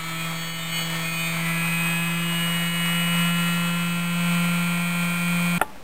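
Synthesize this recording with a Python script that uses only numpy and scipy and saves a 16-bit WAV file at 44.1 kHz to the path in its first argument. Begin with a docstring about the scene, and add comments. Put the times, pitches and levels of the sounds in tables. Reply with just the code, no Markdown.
"""In a workshop a small bench disc sander hums while wood is held to the disc; as the wood is eased off, the
motor speeds up. The rotor rattles once a turn: sines locked to its angle flare as they climb through narrow
frame resonances. Shaped noise makes the rush of disc and air and the scratch of the pressed wood; supply ripple
adds side tones. Then the scene changes abruptly: in a quiet room a hand tool knocks on wood, whose modes ring
as decaying sines. A coarse sampler that holds each value gives everything a glassy, mirrored treble."""
import sys
import numpy as np
from scipy import signal
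from scipy.fft import rfft, irfft, next_fast_len
from scipy.io import wavfile

SR = 44100
rng = np.random.default_rng(int(sys.argv[2]) if len(sys.argv) > 2 else 0)


def store_wav(level_fs):
    """Save 16-bit WAV to argv[1]."""
    pcm = np.round(np.clip(np.atleast_2d(level_fs), -1, 1) * 32767)
    wavfile.write(sys.argv[1], SR, pcm.T.astype(np.int16))


N = 257103


def from_db(db):
    """Decibels to gain."""
    return 10 ** (np.asarray(db) / 20)


def rms_one(x):
    """Scale to unit rms."""
    return x / np.sqrt(np.mean(x ** 2) + 1e-20)


def seconds():
    """The time of every sample."""
    return np.arange(N) / SR


def white():
    """Fresh white noise of spread 1."""
    return rng.standard_normal(N)


def in_time(rows):
    """Each column of a curve, interpolated at every sample."""
    s, *columns = np.transpose(rows)
    return [np.interp(seconds(), s, column) for column in columns]


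def drift(rate_hz):
    """Slow chance with spread 1: noise through two equal poles, drawn at every 40th sample."""
    step = 40
    pole = np.exp(-2 * np.pi * rate_hz * step / SR)
    settle = 2000   # let the filter settle before use
    noise = rng.standard_normal(N // step + 2 + settle)
    slow = signal.lfilter([1], [1, -2 * pole, pole ** 2], noise)[settle:]
    return np.interp(np.arange(N) / step, np.arange(len(slow)), rms_one(slow))


def coloured(x, spectrum):
    """Give a white signal a spectrum, interpolated over log frequency; rms 1."""
    hz, db = np.transpose(spectrum)
    size = next_fast_len(N)
    bins = np.maximum(np.fft.rfftfreq(size, 1 / SR), 1)
    gain = from_db(np.interp(np.log(bins), np.log(hz), db))
    return rms_one(irfft(rfft(x, size) * gain, size)[:N])


def tone(angle, db):
    """A sine of the given rms level."""
    return np.sqrt(2) * from_db(db) * np.cos(angle)


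def bell(offset, half_width):
    """A rounded peak in dB: 0 at the centre, half the amplitude one half width away."""
    return 20 * np.log10(.5) * (offset / half_width) ** 2


def hum(angle, hum_db):
    """The unbalanced disc hums as one sine a turn."""
    return tone(angle, hum_db)


def supply_tones(angle, ripple):
    """The rectified supply's ripple hums and puts side tones around the commutator's overtones."""
    # Each row: multiple of the turn rate, multiple of the ripple, level in dB about which the tone wavers.
    ripple_tones = [(0, 1, -54), (1, 1, -58), (12, 1, -46), (12, 2, -52), (24, -2, -57), (24, -1, -62),
                    (24, 1, -63)]
    return sum(tone(k * angle + m * ripple, db + 1.7 * drift(4.8)) for k, m, db in ripple_tones)


def overtone_levels(speed, load, rattle_db, waver_db=1.0, loaded_waver_db=0.5):
    """Load sets each overtone's level; frame resonances lift those that meet them, and the shifting wood makes some flare."""
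    # Overtones at full speed, with the wood just clear, easing off and pressed on.
    # Each row: multiple of the turn rate, level in dB against the rattle.
    free, eased, easing, pressed_on = [(2, -10), (3, -7), (4, -9), (5, -9), (6, -4), (7, -13), (9, -6),
                                       (10, -13), (11, -3), (12, -10), (16, -9), (19, -3), (20, -11),
                                       (21, -14), (22, -13), (23, -12), (24, -10), (25, -11), (26, -21),
                                       (28, -25), (29, -23), (30, -34), (31, -30)], [(2, -10), (3, -8), (4, -10), (5, -13), (6, -4),
                                                     (7, -11), (9, -12), (10, 0), (11, 2), (12, 0),
                                                     (16, -12), (19, -5), (20, -8), (21, -13), (22, -11),
                                                     (23, -9), (24, -13), (25, -13), (26, -12), (28, -22),
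                                                     (29, -19), (30, -32), (31, -24)], [(2, -6), (3, -11), (4, -11), (5, -12),
                                                                    (6, -6), (7, -8), (9, -16), (10, -1),
                                                                    (11, -7), (12, 0), (16, -8), (19, -5),
                                                                    (20, -7), (21, -11), (22, -10),
                                                                    (23, -12), (24, -11), (25, -14),
                                                                    (26, -15), (28, -17), (29, -17),
                                                                    (30, -32), (31, -27)], [(2, -9), (3, -12),
                                                                                    (4, -11), (5, -14),
                                                                                    (6, -17), (7, -10),
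                                                                                    (9, -11), (10, -15),
                                                                                    (11, -5), (12, -12),
                                                                                    (16, -11), (19, -9),
                                                                                    (20, -5), (21, -14),
                                                                                    (22, -11), (23, -19),
                                                                                    (24, -11), (25, -12),
                                                                                    (26, -20), (28, -23),
                                                                                    (29, -20), (30, -25),
                                                                                    (31, -28)]
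    # Overtones the frame sings along with, away from its resonances.
    # Each row: multiple of the turn rate, level in dB against the rattle at full speed, the same pressed.
    singers = [(8, 2, -4), (13, -6, -6), (14, 1.5, -3), (15, -10, -6), (17, -14, -14), (18, -2.5, -9),
               (27, -12, -15)]
    # Narrow resonances of the frame.
    # Each row: centre in Hz, half width in Hz, an overtone's level at the centre in dB against the rattle.
    frame = [(1374, 6.8, 5), (2160, 17, 2), (2218, 10, 4.5), (2251, 11, 4), (2337, 26.4, 5.5),
             (2426, 11, 8.5), (2520.6, 20, 12), (2573.5, 20.6, 7), (2877, 38, 2), (2891, 9.9, 11.5),
             (2907, 16.3, 11), (2931, 7.1, 0.5), (3290, 17, -4)]
    # Single overtones that flare up as the wood shifts on the table.
    # Each row: peak in seconds, half width in seconds, pitch in Hz, level in dB.
    flares = [(.14, .08, 1310, -39), (.15, .07, 3115, -48), (.22, .06, 2460, -35.5),
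              (.25, 0.18, 3285, -38.5), (.45, .18, 4445, -41.5), (.58, 0.18, 2965, -38),
              (.64, 0.046, 3625, -39), (.74, .05, 3130, -40), (.77, .06, 2140, -34.5),
              (.77, .06, 2470, -37), (.78, .06, 2965, -30.5), (.79, 0.08, 4445, -36),
              (1.15, 0.31, 4455, -41.5), (.83, 0.13, 3290, -37), (.9, .07, 2965, -35.5),
              (.96, 0.06, 1810, -37), (1.07, .05, 2140, -35), (1.08, 0.05, 2475, -31.5),
              (1.2, 0.058, 2975, -35), (1.21, 0.13, 2480, -30.5), (1.26, 0.084, 3640, -38.5),
              (1.27, 0.059, 2315, -34.5), (1.3, 0.19, 665, -44.5), (1.9, 0.088, 3195, -39.5)]

    levels = {}
    for rows in zip(free, eased, easing, pressed_on):
        orders, by_load = np.transpose(rows)
        levels[round(orders[0])] = np.interp(load, np.arange(len(rows)), by_load)
    for k, free_db, pressed_db in singers:
        levels[k] = free_db + (pressed_db - free_db) * load / load.max()

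    for k in levels:
        # contact makes the overtones less steady
        db = levels[k] + (waver_db + loaded_waver_db * load) * drift(2.7)
        lowest_hz, highest_hz = k * speed.min(), k * speed.max()
        for hz, width_hz, peak_db in frame:
            if lowest_hz - width_hz < hz < highest_hz + width_hz:
                db = np.maximum(db, peak_db + bell(k * speed - hz, width_hz))
        levels[k] = rattle_db + db

    t = seconds()
    for s, width_s, hz, db in flares:
        k = round(hz / np.interp(s, t, speed))   # the overtone nearest that pitch
        levels[k] = np.maximum(levels[k], db + bell(t - s, width_s))
    return levels


def rattle(angle, load, levels, ripple, rough=0.018, loaded_rough=0.016, ripple_depth=0.02):
    """The same cluster of contacts comes round every turn and sets the overtones' phases; load roughens it."""
    contact_angles = rng.normal(0, 1.8, 40)   # radians
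    contact_sizes = rng.standard_normal(len(contact_angles))
    unsteady = rough + loaded_rough * load
    shaken = angle + 0.028 * unsteady * drift(63)   # each turn's contacts come a little early or late
    overtones = np.zeros(N)
    for k, db in levels.items():
        lag = np.angle(np.sum(contact_sizes * np.exp(-1j * k * contact_angles)))
        overtones += tone(k * shaken + lag, db)
    torque_throb = ripple_depth * np.cos(ripple)   # the torque throbs with the supply
    return overtones * (1 + unsteady * drift(39) + torque_throb)


def rush(angle, load, grit_db=2.0, per_turn=0.057):
    """Grit and air hiss past the disc, swelling once a turn and flickering more under load."""
    # Rush of disc and air. Each row: frequency in Hz, relative level in dB per Hz.
    rush_spectrum = [(25, -12), (100, -10), (200, -5), (290, -13.5), (400, -12.5), (650, -3.5), (800, -5),
                     (1050, 1.5), (1350, -0.8), (1700, -3.5), (2300, 0.5), (2700, -5.5), (3100, -6.5),
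                     (3600, -9), (4200, -16), (5000, -18.5), (5500, -16)]
    grains = white() * from_db(grit_db * drift(900))
    swell = 1 + per_turn * np.cos(angle)
    flicker = from_db((0.64 + 0.18 * load) * drift(15))
    return coloured(grains, rush_spectrum) * swell * flicker


def scratch(pressed, swing_db, level_db=-44.0, grit_db=4.0):
    """Grit scratches the pressed wood: grainy noise that follows the swing of the rush."""
    # Grit on wood. Each row: frequency in Hz, relative level in dB per Hz.
    scratch_spectrum = [(500, -25), (1800, -10), (3000, -6), (4400, -6), (5200, -8)]
    grains = white() * from_db(grit_db * drift(500))
    return pressed * from_db(level_db + swing_db) * coloured(grains, scratch_spectrum)


def sander(rush_gain_db=4.5, ripple_hz=120):
    """Hum, supply tones, rattle and rush share the rotor's angle; the pressed wood adds a scratch."""
    # Motor speed. 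Each row: time in seconds, turns per second.
    speed, = in_time([(0, 163.06), (.2, 164.05), (.4, 164.71), (.6, 164.76), (.8, 164.62), (1, 164.7),
                      (1.2, 165.24), (1.6, 167.08), (2, 168.65), (2.2, 169.4), (2.6, 170.38), (3, 171.09),
                      (3.6, 171.97), (4.4, 172.62), (5, 173.05), (5.6, 173.44)])
    # Pressure of the wood. Each row: time in seconds, load (3 pressed, 2 easing off, 1 just clear, 0 full speed).
    load, = in_time([(0, 3), (1.3, 3), (1.45, 2), (2.15, 2), (2.55, 1), (3.45, 1), (4.2, 0), (5.6, 0)])
    # Machine loudness. Each row: time in seconds, disc hum in dB, rush in dB before its gain.
    hum_db, rush_db = in_time([(0.0, -38, -43.5), (0.14, -34.5, -41.5), (0.29, -31.5, -40),
                               (0.52, -36.5, -44.5), (0.96, -30.5, -38), (1.11, -33, -41.5),
                               (1.47, -27.5, -38.5), (2.68, -27, -40), (2.71, -28.5, -42),
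                               (2.86, -26.5, -39), (3.11, -25, -39.5), (3.2, -22.5, -37),
                               (3.33, -24, -40.5), (3.47, -24.5, -38.5), (4.06, -26.5, -42),
                               (4.33, -22, -37.5), (4.94, -26.5, -40.5), (5.03, -24.5, -38.5),
                               (5.08, -25.5, -40), (5.16, -27.5, -40.5), (5.31, -23.5, -39),
                               (5.56, -23.5, -38)])

    pressed = np.clip(load - 2, 0, 1)
    swing_db = rush_db - rush_db.mean()
    # the reference level of the rattle rises with pressure and follows part of the rush's swing
    rattle_db = -40.5 + 1.46 * pressed + 0.66 * swing_db
    angle = 2 * np.pi * np.cumsum(speed) / SR
    ripple = 2 * np.pi * ripple_hz * seconds()

    supply = supply_tones(angle, ripple)
    rotor = rattle(angle, load, overtone_levels(speed, load, rattle_db), ripple)
    air = from_db(rush_db + rush_gain_db) * rush(angle, load)
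    return hum(angle, hum_db) + supply + rotor + air + scratch(pressed, swing_db)


def quiet_room_air(level_db=-43.0):
    """The quiet room is a steady bed of shaped noise."""
    # Air of the quiet room. Each row: frequency in Hz, relative level in dB per Hz.
    air_spectrum = [(30, -13), (58, -3), (110, -17), (190, -3), (400, -10.5), (800, -10.5), (1400, -15),
                    (2500, -17.5), (4000, -23), (5500, -24)]
    return from_db(level_db) * coloured(white(), air_spectrum)


def ring(force, hz, t60):
    """A two-pole resonator: a unit click sets a sine of height 1 ringing, down 60 dB after t60 seconds."""
    pole, turn = from_db(-60 / (t60 * SR)), 2 * np.pi * hz / SR
    # the tiny offset keeps the filter clear of very slow near-zero arithmetic
    return signal.lfilter([0, np.sin(turn)], [1, -2 * pole * np.cos(turn), pole ** 2], force + 1e-18)


def knock(contact_hz=3700, crack_db=0.5, crack_t60=0.023, tail_db=-23.5, tail_t60=0.1):
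    """A hard contact with a bounce rings the wood's modes; a short noise crack and the room's tail follow."""
    # Contacts of the tool. Each row: time in seconds, strength in dB.
    contacts = [(5.595, -36), (5.6128, -24.5), (5.6137, -13), (5.6200, -34), (5.757, -44)]
    # Modes of the wood. Each row: pitch in Hz, level in dB against the contact, t60 in seconds.
    modes = [(87, -27, 0.22), (409, -16, 0.15), (573, -8, .06), (758, 3.5, 0.026), (886, -3.5, 0.074),
             (857, -22, 0.39), (1174, -26, 0.35), (1390, 4.5, 0.026), (1785, -4, 0.043), (1970, -5, .018),
             (2570, -9, .025), (2950, -6, 0.021), (3600, -28, .02)]
    # Dull tail of a knock. Each row: frequency in Hz, relative level in dB per Hz.
    tail_spectrum = [(100, -7), (400, 1), (850, 3), (1500, -1), (2200, -15), (3500, -11), (4200, -30)]

    t, force, crack = seconds(), np.zeros(N), np.zeros(N)
    for s, db in contacts:
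        force[round(s * SR)] += from_db(db)
        crack += (t >= s) * from_db(db + crack_db - 60 * np.abs(t - s) / crack_t60)

    body = np.zeros(N)
    for k, (hz, db, t60) in enumerate(modes):
        body += (-1) ** k * from_db(db) * ring(force, hz, t60)   # neighbours swing opposite ways
    contact_filter = signal.cheby1(10, 1, contact_hz, fs=SR, output="sos")
    direct = signal.sosfilt(contact_filter, body + crack * white())

    since = t - np.argmax(force) / SR   # seconds after the strongest contact
    fade = (since > 0) * from_db(tail_db - 60 * np.abs(since) / tail_t60)
    return direct + fade * coloured(white(), tail_spectrum)


def scene(stop_s=5.582):
    """Within a millisecond the scene changes from the running sander to a quiet room and its knocks."""
    running = np.clip((stop_s - seconds()) * 1000, 0, 1)
    mix = running * sander() + (1 - running) * quiet_room_air() + knock()
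    return mix[None]


def record(dry, hold=4, narrow_hz=5600, cutoff_hz=15750):
    """The sampler holds each value for four samples, mirroring the sound into a glassy treble; it sits slightly off zero."""
    narrow = signal.sosfilt(signal.butter(12, narrow_hz, fs=SR, output="sos"), dry)
    held = np.repeat(narrow[:, ::hold], hold, axis=1)[:, :N]
    smooth = signal.sosfilt(signal.ellip(12, .1, 80, cutoff_hz, fs=SR, output="sos"), held)
    return smooth - .012


dry = scene()
out = record(dry)
store_wav(out)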